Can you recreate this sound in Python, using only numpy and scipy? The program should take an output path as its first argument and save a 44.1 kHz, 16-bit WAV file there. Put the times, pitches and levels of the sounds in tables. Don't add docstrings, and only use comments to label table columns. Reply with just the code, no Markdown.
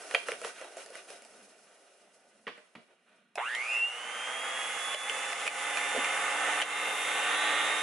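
import sys
import numpy as np
from scipy import signal
from scipy.fft import rfft, irfft, next_fast_len
from scipy.io import wavfile
from scipy.ndimage import uniform_filter1d

SR = 44100
rng = np.random.default_rng(int(sys.argv[2]) if len(sys.argv) > 2 else 0)


def voltage_ratio(decibels):
    exponent = np.asarray(decibels, float) / 20
    return 10 ** exponent


def output_pcm(signal):
    pcm = np.clip(np.atleast_2d(signal).T, -1, 1) * 32767
    wavfile.write(sys.argv[1], SR, np.round(pcm).astype(np.int16))


N = 344862


def colour(x, points, share=1):
    size = next_fast_len(x.shape[-1])
    hz, db = np.transpose(points)
    bins_hz = np.fft.rfftfreq(size, 1 / SR)
    gain = voltage_ratio(share * np.interp(np.log(bins_hz + 1), np.log(hz), db))
    return irfft(rfft(x, size) * gain, size)[..., :x.shape[-1]]


def unit(x):
    return x / np.sqrt(np.mean(x ** 2))


def walk(rate):
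    hold = int(SR / rate)
    held = rng.standard_normal(1500)[np.arange(N) // hold % 1500]
    return 1.3 * uniform_filter1d(uniform_filter1d(held, hold), hold)


def hiss(points, flicker_db, rate):
    return unit(colour(rng.standard_normal(N), points)) * voltage_ratio(flicker_db * walk(rate))


# (f/Hz, level/dB)
REFLECTIONS = [(30, -17.5), (200, -8), (500, -9), (1000, -5), (2500, -3), (4500, 3.5), (8000, 3),
               (11000, 3.5)]


def room(x, t60, wet_db):
    s = np.arange(int(0.6 * SR)) / SR
    decay = np.exp(-np.log(1000) * s / t60) * (s > 0.002)
    tail = rng.standard_normal((2, len(s))) * decay
    tail = colour(tail / np.sqrt(np.sum(tail ** 2) / 2), REFLECTIONS)
    return x + voltage_ratio(wet_db) * signal.fftconvolve(x[None], tail, axes=1)[:, :N]


def band(x, low_hz, high_hz):
    sos = signal.butter(3, [low_hz, high_hz], "band", fs=SR, output="sos")
    return unit(signal.sosfilt(sos, x))


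def knocks(rows, ring_t60, body_t60, thump_t60, crack_t60, body_db, depth, crack_db, crack_growth):
    out, s = np.zeros(N + SR), np.arange(SR // 4) / SR

    def fade(t60):
        return np.exp(-np.log(1000) * s / t60) * (1 - np.exp(-s / 0.00026))

    for at, peak_db, ring_hz, thump_hz, thump_db in rows:
        noise = rng.standard_normal((3, len(s)))
        ring = np.sin(2 * np.pi * ring_hz * s) * fade(ring_t60)
        body = voltage_ratio(body_db) * band(noise[0], 0.52 * ring_hz, 2890) * fade(body_t60)
        boom = np.sin(2 * np.pi * thump_hz * s)
        boom += 0.83 * band(noise[1], depth * thump_hz, 1.31 * thump_hz)
        thump = voltage_ratio(thump_db) * boom * fade(thump_t60)
        crack = voltage_ratio(crack_db + crack_growth * peak_db) * band(noise[2], 4160, 13000) * fade(crack_t60)
        i = int(at * SR)
        out[i:i + len(s)] += voltage_ratio(peak_db) * (ring + body + thump) + crack
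    return out[:N]


# (f/Hz, level/dB per Hz)
RUMBLE_TONE = [(20, -37), (60, -32), (120, -16), (160, -7.5), (220, 2.5), (300, -5), (420, -11.5),
               (700, -91)]
HOLLOW_TONE = [(180, -50.5), (300, -9), (312, -12), (441, -3.5), (481, -6.5), (667, -2), (825, -9),
               (1100, -24.5), (1430, -46.5), (2420, -120)]
RUSTLE_TONE = [(590, -39), (1000, -9.5), (1360, -1), (1700, -5.5), (1920, -4), (2040, -7), (2680, -4.5),
               (4200, -17), (5460, -48), (9240, -120)]
HISS_TONE = [(2350, -28), (4000, -7.5), (4360, -6.5), (6210, -2), (7370, -4.5), (9970, 0), (11200, -5),
             (14600, -34.5), (22000, -120)]
# start [dB], fade [dB/s], floor [dB],
# level within a slide [dB], share of a slide's brightness [dB per dB]
START_DB = (-75, -51.5, -51.5, -54.5)
FADE_DB_PER_S = (4, 7.94, 9.1, 8.5)
FLOOR_DB = (-82.5, -83.5, -76, -90)
SLIDE_LAYER_DB = (-25.5, -3.5, -0.5, -6.5)
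SLIDE_BRIGHT_SHARE = (-1.3, -0.99, -0.35, .9)
# (t/s, length/s, level/dB, brightness/dB)
POWDER_SLIDES = [(0, 0.028, -56, -3), (0.106, 0.04, -40.5, 2.5), (.258, 0.12, -38, -0.5),
                 (.425, 0.099, -37.5, 1.5), (0.54, 0.18, -45.5, -1.5), (0.759, 0.1, -43, 2),
                 (0.922, 0.11, -44, 1), (1.067, 0.14, -46.5, 1), (1.32, 0.24, -64, 12),
                 (2.134, .055, -62, 7), (2.752, 0.095, -64, -10), (2.876, 0.11, -69, -9),
                 (3.051, .22, -63.5, -4)]


def pouring():
    s = np.arange(N) / SR
    fade_db = np.outer(FADE_DB_PER_S, s) + 18 * np.maximum(s - 2.78, 0)
    power = voltage_ratio(2 * (np.c_[list(START_DB)] - fade_db)) + voltage_ratio(2 * np.c_[list(FLOOR_DB)])
    for at, length, db, bright_db in POWDER_SLIDES:
        layer_db = db - 7 + np.array(SLIDE_LAYER_DB) + bright_db * np.array(SLIDE_BRIGHT_SHARE)
        swell = np.sin(np.pi * np.clip((s - at) / length, 0, 1) ** 0.61) ** 2
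        power += voltage_ratio(2 * layer_db)[:, None] * swell
    rumble, hollow = hiss(RUMBLE_TONE, 2.8, 10), hiss(HOLLOW_TONE, 1.15, 21)
    rustle, fine = hiss(RUSTLE_TONE, 1.23, 90), hiss(HISS_TONE, 1.8, 90)
    layers = np.sqrt(power) * [rumble, hollow, rustle, fine]
    until_mixer = np.clip((3.45 - s) / 0.08, 0, 1)
    return room(until_mixer * layers.sum(0), 0.12, -1.1)


# (t/s, peak level/dB, ring f/Hz, thump f/Hz, thump over ring level/dB)
JUG_KNOCKS = [(0.1034, -40, 1590, 480, -6), (0.1106, -25, 1790, 730, -20.5), (0.1404, -25, 1550, 530, -2),
              (0.1471, -7, 2430, 694, -24), (0.1501, -13.5, 3180, 460, -17), (0.2853, -18, 1383, 478, -14),
              (0.3182, -23, 2270, 450, -14), (0.416, -32.5, 1320, 487, -4.5), (0.4474, -22, 1360, 458, -13),
              (0.6134, -41, 1930, 510, 1.5), (0.6444, -43, 1670, 700, -3), (0.7692, -40, 1550, 542, 3),
              (0.8614, -42, 1780, 555, -4), (0.9034, -48, 1710, 473, 7.5), (0.9542, -33.5, 2000, 490, -10),
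              (1.1029, -36, 2520, 566, -3.5), (1.2211, -46, 2260, 477, -8), (1.2496, -46, 2380, 666, -8)]


def jug():
    blows = knocks(JUG_KNOCKS, ring_t60=0.012, body_t60=0.028, thump_t60=0.083, crack_t60=0.0055,
                   body_db=-9, depth=1.0, crack_db=-20, crack_growth=0.37)
    return room(blows, 0.3, -5)


# (t/s, peak level/dB, ring f/Hz, thump f/Hz, thump over ring level/dB)
BOWL_KNOCKS = [
    (2.468, -32, 1930, 415, -9.5),
    (2.4773, -31.5, 1130, 480, -13.5),
    (2.576, -48, 2060, 610, -7),
    (2.752, -39.5, 1240, 230, -2.5),
]


def bowl():
    blows = knocks(BOWL_KNOCKS, ring_t60=0.014, body_t60=0.088, thump_t60=0.17, crack_t60=0.026,
                   body_db=-4.5, depth=0.27, crack_db=-56.5, crack_growth=0.1)
    return room(blows, 0.45, -2.5)


# (t/s, peak
# level/dB, ring f/Hz, thump f/Hz, thump over ring level/dB)
BEATER_KNOCKS = [(3.3556, -30.5, 2600, 705, -10), (3.5498, -23.5, 3160, 700, -30),
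                 (4.9452, -24, 3030, 600, -10), (5.0963, -20.5, 3000, 470, -22),
                 (5.3294, -24.5, 2536, 690, -16), (5.4665, -21, 2450, 496, -14.5),
                 (5.4774, -17.5, 2490, 580, -29), (5.7718, -19.5, 2400, 685, -28),
                 (6.0452, -21, 2360, 540, -18), (6.6164, -17.5, 3080, 634, -17),
                 (6.6224, -16, 2990, 534, -22)]
BEATER_THUDS = [
    (5.948, -44, 1198, 486, 12.4),
    (5.962, -43, 1200, 523, 15.8),
    (5.977, -40.5, 1200, 272, 13),
]


def beaters():
    blows = knocks(BEATER_KNOCKS + BEATER_THUDS, ring_t60=0.015, body_t60=0.027, thump_t60=0.073,
                   crack_t60=0.0092, body_db=-8, depth=0.72, crack_db=-19.5, crack_growth=0.45)
    return room(blows, 0.11, -4)


# (t/s, depth level/dB, fall/s, recovery/s)
GAIN_DROPS = [
    (3.76, 7, .1, 0.65),
    (4.945, 6.5, 0.0088, 0.071),
    (5.333, 4.5, .004, 0.048),
    (5.478, 9.5, 0.007, 0.06),
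    (6.619, 9.5, 0.0062, 0.14),
]


def gain_control():
    s = np.arange(N) / SR
    gain_db = np.zeros(N)
    for at, depth_db, fall, back in GAIN_DROPS:
        recovery = np.exp(-np.maximum(s - at - fall, 0) / back)
        gain_db -= depth_db * np.clip((s - at) / fall, 0, 1) * recovery
    return gain_db


def tones(rows, turn, mains, wander_db, rate):
    out = np.zeros(N)
    for k, m, db in rows:
        level = voltage_ratio(db + 0.5 + wander_db * walk(rate))
        out += level * np.sin(k * turn + m * mains + rng.uniform(0, 2 * np.pi))
    return out


# (f/Hz, level/dB per Hz)
AIR_TONE = [(2240, -38), (3800, -3), (4140, -4), (4700, -4), (6170, -0.5), (6900, 3.5), (7520, 1.5),
            (10600, 3), (11200, -3.5), (14600, -54), (22000, -120)]


def fan_air(mains):
    return hiss(AIR_TONE, 0.6, 40) * (1 + 0.2 * np.cos(2 * mains))


# (f/Hz, level/dB per Hz)
GEAR_TONE = [(24, -75), (40, -61), (254, -18.5), (292, -16), (383, -16.5), (474, -3.5), (623, -5.5),
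             (834, 1), (956, -4.5), (1280, -2), (1680, -4.5), (2080, 4), (2300, -3), (3660, -10.5),
             (4200, -35), (5460, -73), (9240, -120)]
# (f/Hz, width f/Hz, level/dB)
HOUSING_MODES = [(513, 81, 1.5), (900, 64, 0.5), (1235, 112, 6.5), (1515, 99, 6), (1772, 160, 2),
                 (1940, 67, 0.5), (2763, 270, 6)]
# (shaft multiple, level/dB)
SHAFT_ORDERS = [(1, -16), (2, -21), (4, -22), (5, -14), (6, -4), (7, -6.5), (8, -10.5), (9, -9.5),
                (10, -13.5), (11, -12), (13, -15.5)]
# (shaft multiple, mains multiple, level/dB, power of speed)
TORQUE_BEATS = [(1, 2, -14.5, 8.5), (1, 4, -16, -1.5), (2, 2, -7.5, 3.5), (2, 4, -9, -2.5), (3, 2, -11, 11),
                (3, 4, -8.5, 4), (4, 2, -12, 1.5), (6, 4, -17.5, 3)]


def gears(speed, turn, mains):
    hz = np.geomspace(30, 12000, 600)
    housing_db = sum(db / (1 + (2 * (hz - f) / width) ** 2) for f, width, db in HOUSING_MODES)
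    housing = np.c_[hz, housing_db]
    throb = (1 + 0.25 * np.cos(turn)) * (1 + (0.9 - 0.77 * speed) * np.cos(2 * mains))
    clatter = voltage_ratio(6) * unit(colour(hiss(GEAR_TONE, 0.72, 40) * throb, housing))
    orders = speed ** 5.3 * tones([(k, 0, db) for k, db in SHAFT_ORDERS], turn, mains, 2.3, 3.793)
    for k, m, db, power in TORQUE_BEATS:
        orders += speed ** power * tones([(k, m, db)], turn, mains, 2.264, 5)
    loading = np.minimum(speed / 0.75, 1) ** 5
    return clatter + voltage_ratio(-1.5) * loading * colour(orders, housing)


# (shaft multiple, level/dB)
BRUSH_ORDERS = [(14, -24), (16, -24), (18, -20), (19, -20), (20, -21), (21, -20), (22, -16), (23, -19),
                (25, -18), (26, -18), (27, -19), (28, -21), (29, -21), (30, -20), (32, -15), (33, -17),
                (34, -17), (35, -17)]


def brushes(speed, turn, mains):
    return tones([(k, 0, db) for k, db in BRUSH_ORDERS], turn, mains, 2.5, 6) * voltage_ratio(7 * (1 - speed))


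# (shaft multiple, mains multiple, level/dB, fade with speed/dB)
WHINE_LINES = [(12, 0, 0.5, 0), (12, 2, -1.5, 21.5), (12, 4, -2, 28), (12, -2, -11, 12), (24, 0, -2, 17.5),
               (24, 2, -2, 18), (24, -2, -7.5, 19), (36, 0, -18, -15.5)]
# (f/Hz, level/dB)
SHELL_TONE = [(850, 23.5), (1400, 17), (1950, 18.5), (2400, 12), (2640, 14.5), (2760, 26), (2880, 14.5),
              (3050, 2), (3250, 4.5), (3700, 0), (4200, -12.5), (5200, -8), (6400, -1.5), (10000, 3),
              (11000, -8.5)]
# (t/s, level/dB)
TILT_SWELL = [
    (3.38, -1),
    (3.75, 4),
    (4.1, 3.5),
    (4.9, 4.5),
    (5.2, -6.5),
    (5.9, -1),
    (6.3, -3),
    (6.7, 1),
    (7.8, 3.5),
]


def slot_whine(on, speed, turn, mains):
    whine = np.zeros(N)
    for k, m, db, fade_db in WHINE_LINES:
        whine += voltage_ratio(-fade_db * speed ** 4) * tones([(k, m, db)], turn, mains, 0.9, 8)
    at, tilt_db = np.transpose(TILT_SWELL)
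    tilt = voltage_ratio(np.interp(np.arange(N) / SR, at, tilt_db))
    return tilt * colour(on * whine, SHELL_TONE)


def mixer():
    s = np.maximum(np.arange(N) / SR - 3.374, 0)
    slot_hz = 3440 + 55 * s - 1800 * np.exp(-s / 0.168) - 1240 * np.exp(-s / 0.62)
    on = np.clip(s / 0.00424, 0, 1)
    turn = 2 * np.pi * np.cumsum(slot_hz * on) / SR / 12
    mains = 2 * np.pi * 60 * np.arange(N) / SR
    speed = slot_hz / slot_hz[-1]
    swell_db = -11.5 * np.exp(-s / 0.69)
    level_db = -43 + swell_db + gain_control() + 0.3 * 20 * np.log10(speed)
    gear_db = 7 + 18 * np.exp(-s / 0.028) + 0.9 * walk(3.055)
    mechanical = voltage_ratio(gear_db) * gears(speed, turn, mains) + fan_air(mains)
    electrical = brushes(speed, turn, mains) + slot_whine(on, speed, turn, mains)
    body = room(on * mechanical, 0.27, -2.1) + room(on * electrical, 0.05, -5)
    return voltage_ratio(level_db - 1) * on * body


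def scene():
    blows = colour(jug() + bowl() + beaters(), [(40, -21), (170, -10.5), (400, -1), (11000, -0.5)])
    return pouring() + blows + mixer()


def band_limit(x):
    return signal.sosfilt(signal.butter(12, 12240, fs=SR, output="sos"), x)


# (f/Hz, level/dB)
STEREO_BALANCE = [(60, -2.5), (110, 5), (190, -2.5), (350, 2), (620, -1.5), (1120, -3), (2010, -2.5),
                  (3610, -4), (6480, -0.5), (11600, -1)]
# (f/Hz, level/dB)
MIC_TONE = [(20, -0.5), (150, -0.5), (350, 0), (11000, -2), (11250, -37.5), (12000, -49.5)]


def record(dry):
    left = colour(dry[0], STEREO_BALANCE, share=0.25)
    right = colour(dry[1], STEREO_BALANCE, share=-0.65)
    return band_limit(colour(np.array([left, right]), MIC_TONE))


dry = scene()
out = record(dry)
output_pcm(out)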